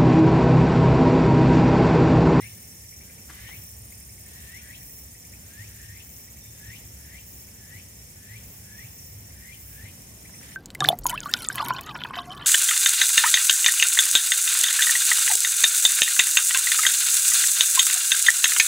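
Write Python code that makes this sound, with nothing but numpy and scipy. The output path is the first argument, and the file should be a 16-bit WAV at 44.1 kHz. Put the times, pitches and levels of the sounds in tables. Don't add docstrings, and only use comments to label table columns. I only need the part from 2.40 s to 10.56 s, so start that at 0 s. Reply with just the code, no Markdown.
import sys
import numpy as np
from scipy import signal
from scipy.fft import rfft, irfft
from scipy.io import wavfile

SR = 44100
rng = np.random.default_rng(int(sys.argv[2]) if len(sys.argv) > 2 else 0)


def materialize(psi):
    bounded = np.clip(np.atleast_2d(psi).T, -1, 1)
    quanta = np.round(bounded * 32767).astype(np.int16)
    wavfile.write(sys.argv[1], SR, quanta)


N = 359844
T = np.arange(N) / SR
HZ = np.maximum(np.fft.rfftfreq(N, 1 / SR), 1)


def undb(db):
    return 10 ** (np.asarray(db) / 20)


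def unit(x):
    return x / np.sqrt(np.mean(x ** 2))


def curves(table):
    times, *columns = np.transpose(table)
    return [np.interp(T, times, column) for column in columns]


def noise(gain):
    return unit(irfft(rfft(rng.standard_normal(N)) * gain, N))


def colour(points):
    hz, db = np.transpose(points)
    return undb(np.interp(np.log(HZ), np.log(hz), db))


def band(hz, width_hz):
    return 1 / (1 + ((HZ - hz * hz / HZ) / width_hz) ** 2)


def walk(cutoff_hz):
    return noise(1 / (1 + (HZ / cutoff_hz) ** 4))


def tone(hz, width_hz, rough):
    phase = 2 * np.pi * np.cumsum(hz) / SR
    rough = np.clip(rough, 0, 1)
    sidebands = walk(width_hz) * np.sin(phase) + walk(width_hz) * np.cos(phase)
    return np.sqrt(2 * (1 - rough)) * np.sin(phase) + np.sqrt(rough) * sidebands


def phrases(table):
    return sum(undb(db) * np.exp(-np.minimum(np.abs(2 * (T - s) / length), 3) ** 4)
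               for s, length, db in table)


def swell_at(peak_s, rise_s, fall_s):
    return np.exp(-np.minimum(np.abs(T - peak_s) / np.where(T < peak_s, rise_s, fall_s), 20))


def runs(table, gap_s):
    for first, last, first_db, last_db, *rest in table:
        gaps = max(round((last - first) / gap_s), 1)
        for share in np.linspace(0, 1, gaps + 1):
            yield first + share * (last - first), first_db + share * (last_db - first_db), *rest


def place(x, lag_ms, pan_db, wet_db, t60):
    t = T[:SR // 2]
    direct = [np.interp(T - side * lag_ms / 2000, T, x) for side in (1, -1)]
    sway_times = np.arange(0, T[-1] + 1, 0.5)
    scatter = []
    for _ in range(2):
        tails = rng.standard_normal((3, len(t))) * undb(-60 * t / t60) * (t > 0.003)
        paths = np.array([signal.fftconvolve(x, tail / np.linalg.norm(tail))[:N] for tail in tails])
        sway = np.array([np.interp(T, sway_times, rng.standard_normal(len(sway_times))) for _ in tails])
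        scatter.append(np.sum(paths * sway, axis=0) / np.linalg.norm(sway, axis=0))
    both = unit(np.array(direct)) * np.std(x) + undb(wet_db) * np.array(scatter)
    return both * undb([[pan_db / 2], [-pan_db / 2]]) / np.hypot(1, undb(wet_db))


def diffuse(gain, spacing_ms=0.45):
    coherence = 0.985 * np.sinc(2 * HZ * spacing_ms / 1000)
    mid, side = (irfft(rfft(rng.standard_normal(N)) * gain * np.sqrt(1 + sign * coherence), N)
                 for sign in (1, -1))
    return unit(np.array([mid + side, mid - side]))


def town():
    # time_s, level_db
    drone_level = [(0, -54.5), (1.1, -51), (2.2, -52), (4.1, -53.5), (4.55, -50), (5.2, -55), (6.3, -53),
                   (7.1, -49.5), (8.16, -54.5)]
    # frequency_hz, gain_db
    spectrum = [(20, -26), (40, -16), (90, -8), (140, 0), (200, -2), (320, -11.5), (500, -14), (800, -17.5),
                (1250, -22.5), (3000, -22), (8000, -36.5)]
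    # time_s, level_db
    rumble_level = [(0, -53.5), (1.2, -53.5), (2.2, -53.5), (4.5, -54), (6, -53), (8.16, -51.5)]
    drone = diffuse(band(65.6, 23), spacing_ms=0.32) * undb(curves(drone_level)[0])
    boom = diffuse(band(99.8, 33), spacing_ms=0.34) * undb(-55)
    rumble = diffuse(colour(spectrum), spacing_ms=0.56) * undb(curves(rumble_level)[0] + 0.9 * walk(4))
    return drone + boom + rumble


def far_chorus():
    # frequency_hz, gain_db
    spectrum = [(1300, -60), (1850, 2.5), (2400, -6), (3100, -15), (4200, -10.5), (5100, 2), (5550, 3),
                (6100, 3), (7600, 4), (9000, 4.5), (9900, 3), (12200, 2.5), (13500, 1.5), (15800, -2.5)]
    hiss = diffuse(colour(spectrum)) * undb(-49.5 + 0.8 * walk(9.7))
    crickets = diffuse(band(9380, 130)) * undb(-67.5)
    return hiss + crickets


def thuds():
    # peak_s, decay_s, level_db
    pulses = [(.02, .12, -44), (1.05, .05, -48), (1.19, .05, -43), (1.41, 0.049, -43), (3.2, 0.14, -41),
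              (3.5, 0.061, -47.5), (4.08, 0.034, -42.5), (4.29, 0.043, -40), (4.46, .04, -43.5),
              (5.36, 0.038, -43.5), (5.92, 0.15, -46), (6.45, 0.021, -38.5), (6.73, 0.12, -42),
              (7.44, 0.07, -42)]
    envelope = sum(undb(db) * swell_at(s, rise_s=0.016, fall_s=decay) for s, decay, db in pulses)
    return envelope * tone(105.2 + 5 * walk(5.9), width_hz=22.6, rough=0.38)


def far_piping():
    # middle_s, length_s, level_db
    notes = [(4.04, 0.1, -64)]
    piping = tone(3604 + 12 * walk(22), width_hz=34, rough=0.5) * phrases(notes)
    return place(piping, lag_ms=0, pan_db=9, wet_db=17, t60=0.43)


def rustles():
    # middle_s, length_s, level_db
    swells = [(.99, 0.19, -52.5), (1.98, 0.26, -55), (3.25, 0.47, -59.5), (4.05, 0.1, -72),
              (8.09, 0.2, -53)]
    # frequency_hz, gain_db
    spectrum = [(900, -23), (1800, 0.5), (3400, -4.5), (5000, -9), (9000, -28)]
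    rustle = noise(colour(spectrum)) * unit(undb(0.56 * walk(60))) * phrases(swells)
    return place(rustle, lag_ms=0.24, pan_db=-2, wet_db=11, t60=0.093)


def shoe():
    # peak_s, decay_s, level_db
    scuffs = [(0.894, 0.011, -48), (0.901, 0.016, -44.5), (1.092, 0.0091, -45.5), (7.897, 0.0067, -50.5),
              (8.012, .012, -52), (8.09, 0.047, -58)]
    # frequency_hz, gain_db
    spectrum = [(200, -8), (600, -9.5), (1050, -6.5), (1700, -5), (2400, -13), (4000, -17.5), (9000, -17),
                (16000, -32)]
    envelope = sum(undb(db) * swell_at(s, rise_s=0.0049, fall_s=decay) for s, decay, db in scuffs)
    crunch = envelope * noise(colour(spectrum)) * undb(0.98 * walk(480))
    return place(crunch, lag_ms=0, pan_db=3, wet_db=-3, t60=0.87)


def bush_crickets():
    # middle_s, length_s, level_db
    bursts = [(.1, 0.58, -53), (1.21, 0.29, -47), (2.52, .28, -46), (3.75, 0.23, -49), (4.95, 0.24, -48),
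              (6.12, 0.22, -49), (7.28, .26, -48)]
    # frequency_hz, gain_db
    spectrum = [(8000, -30), (9800, -10), (10800, -6), (12200, -11), (13400, -2), (14200, -2), (14900, 2),
                (15700, -2), (17000, -15)]
    # middle_s, length_s, level_db
    buzzes = [(6.58, 0.53, -50.5)]
    rasp = diffuse(colour(spectrum)) * unit(undb(1.6 * walk(380))) * phrases(bursts)
    buzz = diffuse(band(14400, 1100)) * unit(undb(2.5 * walk(200))) * phrases(buzzes)
    return rasp + buzz


def field_crickets(strokes_per_s=38, pitch_hz=5722, arch_hz=90, far_hz=5510, far_db=-62):
    # first_s, last_s, first_db, last_db, chirp_length_s
    chirp_runs = [(.05, .56, -55.5, -51.5, 0.23), (.83, 1.26, -56.5, -55.5, 0.19),
                  (1.96, 2.82, -57.5, -58.5, 0.1), (3.33, 4.54, -60, -58, 0.18),
                  (5.0, 5.86, -61, -62, 0.092), (6.36, 6.84, -54.5, -52, .12), (7.96, 8.18, -54, -60, 0.12)]
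    stroke, far_stroke = (np.sin(np.pi * (strokes_per_s * T + 0.15 * walk(4.2))) ** 2 for _ in range(2))
    hz = pitch_hz + arch_hz * (stroke - 0.83) + 12 * walk(39.6)
    song = unit(tone(hz, width_hz=30, rough=0.28) * stroke ** 0.86)
    chirps = phrases([(s, length, db) for s, db, length in runs(chirp_runs, gap_s=0.235)])
    far_tone = tone(far_hz + 50 * walk(5), width_hz=48, rough=0.3)
    far_trill = unit(far_tone * far_stroke * undb(1.8 * walk(6))) * undb(far_db)
    return place(song * chirps + far_trill, lag_ms=0.11, pan_db=-4.5, wet_db=-4.5, t60=0.17)


def ground_cricket(strokes_per_s=38.565, grip_cycles=0.13, release_cycles=0.46):
    # time_s, level_db
    trill_level = [(0, -51), (.2, -53.5), (.45, -59.5), (1.15, -57.5), (1.45, -53), (2, -56), (2.8, -58.5),
                   (3.5, -62), (5, -65), (6.8, -63), (7.6, -59.5), (8.16, -54)]
    cycle = (strokes_per_s * T + 0.72) % 1 - 0.5
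    hz = 9340 - 1000 * cycle - 2400 * cycle ** 2 + 45 * walk(40)
    since_grip = cycle + 0.042
    stroke = np.exp(-(since_grip / np.where(since_grip < 0, grip_cycles, release_cycles)) ** 2)
    song = unit(tone(hz, width_hz=160, rough=0.12) * stroke) * undb(curves(trill_level)[0])
    return place(song, lag_ms=0.432, pan_db=-2.5, wet_db=-12, t60=0.37)


def throbbing_cicada(tymbal_hz=176, ring_s=0.0022):
    # time_s, rate_hz
    throb_rate = [(0.0, 13.949), (1.02, 13.701), (2.04, 14.217), (3.06, 14.143), (4.08, 14.552),
                  (5.1, 14.517), (6.12, 14.603), (7.14, 14.677), (8.16, 14.558)]
    # phase_cycles, resonance_hz, resonance_gain_db, octave_gain_db
    squeeze = [(-.47, 5500, -4.5, -9), (-.39, 6200, -12, -15), (-.29, 6400, -1, 0.5), (-.17, 6780, 3.5, -7),
               (-.04, 7160, -4.5, 0), (.1, 7250, -2, -2), (.21, 6450, -1.5, -8), (.36, 5470, -3, -1)]
    # time_s, resonance_db, octave_db
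    levels = [(0, -57, -54), (1.2, -60.5, -51), (2, -58.5, -50), (3.0, -56, -52.5), (4.25, -56.5, -50.5),
              (5.5, -58.5, -54), (6.5, -58.5, -53), (7.3, -62, -53.5), (8.16, -56, -55)]
    # frequency_hz, gain_db
    body = [(5000, -25), (6550, -3), (8000, -3), (10000, -14), (12450, -14), (13100, 2), (14000, -1),
            (14900, 2), (15500, -10), (16000, -16)]
    cycle = np.cumsum(curves(throb_rate)[0]) / SR - 0.132
    phase, *columns = np.transpose(squeeze)
    hz, low_db, high_db = (np.interp(cycle, phase, column, period=1) for column in columns)
    low_level, high_level = curves(levels)
    since_click = np.cumsum(tymbal_hz * (1 + 0.025 * walk(19))) / SR % 1 / tymbal_hz
    clicks = unit(np.exp(-since_click / ring_s) + 0.21)
    sides = []
    for _ in range(2):
        resonance = tone(hz, width_hz=380, rough=0.94)
        low = unit(resonance * undb(low_db) * (clicks + 0.6)) * undb(low_level)
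        octave = irfft(rfft(tone(2 * hz, width_hz=890, rough=0.95)) * colour(body), N)
        hiss = undb(6) * noise(colour(body))
        high = unit((unit(octave) + hiss) * undb(high_db)) * undb(high_level)
        sides.append(low + high * clicks)
    return np.array(sides)


def whistling_cicada(glide_s=0.034, end_s=0.023, tick_hz=2194, tick_s=0.0085, echo_s=0.1):
    # top_s, start_hz, top_hz, length_s, level_db, hoarse_share
    whistles = [(0.064, 1820, 2485, 0.052, -40, 0), (0.749, 1550, 1950, 0.11, -56.5, 0.3),
                (1.074, 2045, 2240, .12, -45.5, 0.55), (1.15, 1768, 2576, 0.17, -42, .03),
                (2.02, 1880, 1930, 0.17, -51, 0), (2.187, 1800, 2420, .14, -42, 0.1),
                (2.346, 1698, 2560, 0.16, -45.5, 0.59), (3.248, 1635, 2490, 0.16, -45, 0.01),
                (3.445, 1720, 1844, .17, -50.5, 0.38), (3.596, 1804, 2570, 0.17, -46, 0.55),
                (4.35, 1710, 2480, 0.14, -42, 0.26), (4.779, 1773, 2480, 0.2, -46, 0.29),
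                (5.391, 1794, 2493, 0.25, -46.5, 0.2), (5.97, 1794, 2480, 0.17, -44.5, 0.3),
                (6.448, 1728, 2554, 0.22, -45, 0.05), (7.129, 1842, 2490, 0.21, -45, 0.36),
                (7.48, 1697, 2416, .17, -44.5, 0.21)]
    # first_s, last_s, first_db, last_db
    tick_runs = [(.235, .33, -59, -61), (.443, .782, -51.5, -49.5), (1.524, 1.868, -49, -57),
                 (2.42, 2.59, -49, -59), (2.757, 2.935, -54, -46.5), (3.796, 4.06, -53, -53),
                 (4.994, 5.084, -67, -54), (6.823, 6.911, -61, -52), (7.857, 8.118, -48, -48)]
    # frequency_hz, gain_db
    rasp_spectrum = [(1300, -9.5), (1750, 9.5), (2300, 12), (3000, 9), (3800, 3), (5000, -2.5), (8000, -28)]
    lead_end_s, creep_hz_per_s, lead_hoarse_per_s = 0.095, 1000, 4.5
    song, flick_envelope = np.zeros(N), np.zeros(N)
    rasp_power = np.full(N, undb(-65) ** 2)
    waver = 1 + 0.016 * walk(120)
    grain = (walk(224) + 1j * walk(300)) / np.sqrt(2)

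    def ring(hz, hoarse, near):
        hoarse = np.clip(hoarse, 0, 1)
        wave = np.exp(2j * np.pi * np.cumsum(hz * waver[near]) / SR)
        modulation = np.sqrt(1 - hoarse) + np.sqrt(hoarse) * grain[near]
        return np.imag(modulation * (wave + undb(-24) * wave ** 2))

    for top_s, start_hz, top_hz, length, db, hoarse in whistles:
        near = (T > top_s - 2 * length) & (T < top_s + 2 * end_s)
        t = T[near] - top_s
        tension = np.exp(t / glide_s)
        attack = np.exp(np.minimum(t + 0.043, 0) / (0.39 * length))
        release = np.exp(-0.66 * tension - (np.maximum(t, 0) / end_s) ** 2)
        lead_s = np.maximum(-t - lead_end_s, 0)
        hz = start_hz + (top_hz - start_hz) * tension - creep_hz_per_s * lead_s
        song[near] += undb(db) * attack * release * ring(hz, hoarse + lead_hoarse_per_s * lead_s, near)
        flick_envelope[near] += undb(db + 2) * hoarse * np.exp(-((t - 0.0074) / 0.013) ** 2)
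        rasp_power += (undb(db - 11.5) * swell_at(top_s - 0.036, rise_s=0.1, fall_s=0.11)) ** 2
    for middle_s, db in runs(tick_runs, gap_s=0.087):
        near = np.abs(T - middle_s) < 3 * tick_s
        t = T[near] - middle_s
        hz = tick_hz * np.exp(22 * t)
        song[near] += undb(db) * np.exp(-(t / tick_s) ** 2) * ring(hz, hoarse=0.48, near=near)
    rasp = noise(colour(rasp_spectrum)) * np.sqrt(rasp_power)
    flicks = noise(band(3030, 830)) * flick_envelope
    echo = undb(-19) * np.interp(T - echo_s, T, song, left=0)
    return place(song + echo + rasp + flicks, lag_ms=0.48, pan_db=5.5, wet_db=-1.5, t60=0.12)


def scene():
    insects = whistling_cicada() + throbbing_cicada() + ground_cricket() + field_crickets() + bush_crickets()
    return insects + far_piping() + shoe() + rustles() + thuds() + town() + far_chorus()


def record(dry, low_hz=44, top_hz=15800):
    thinned = signal.sosfilt(signal.butter(4, low_hz, "high", fs=SR, output="sos"), dry)
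    return signal.sosfilt(signal.ellip(12, 0.1, 70, top_hz, fs=SR, output="sos"), thinned)


dry = scene()
out = record(dry)
materialize(out)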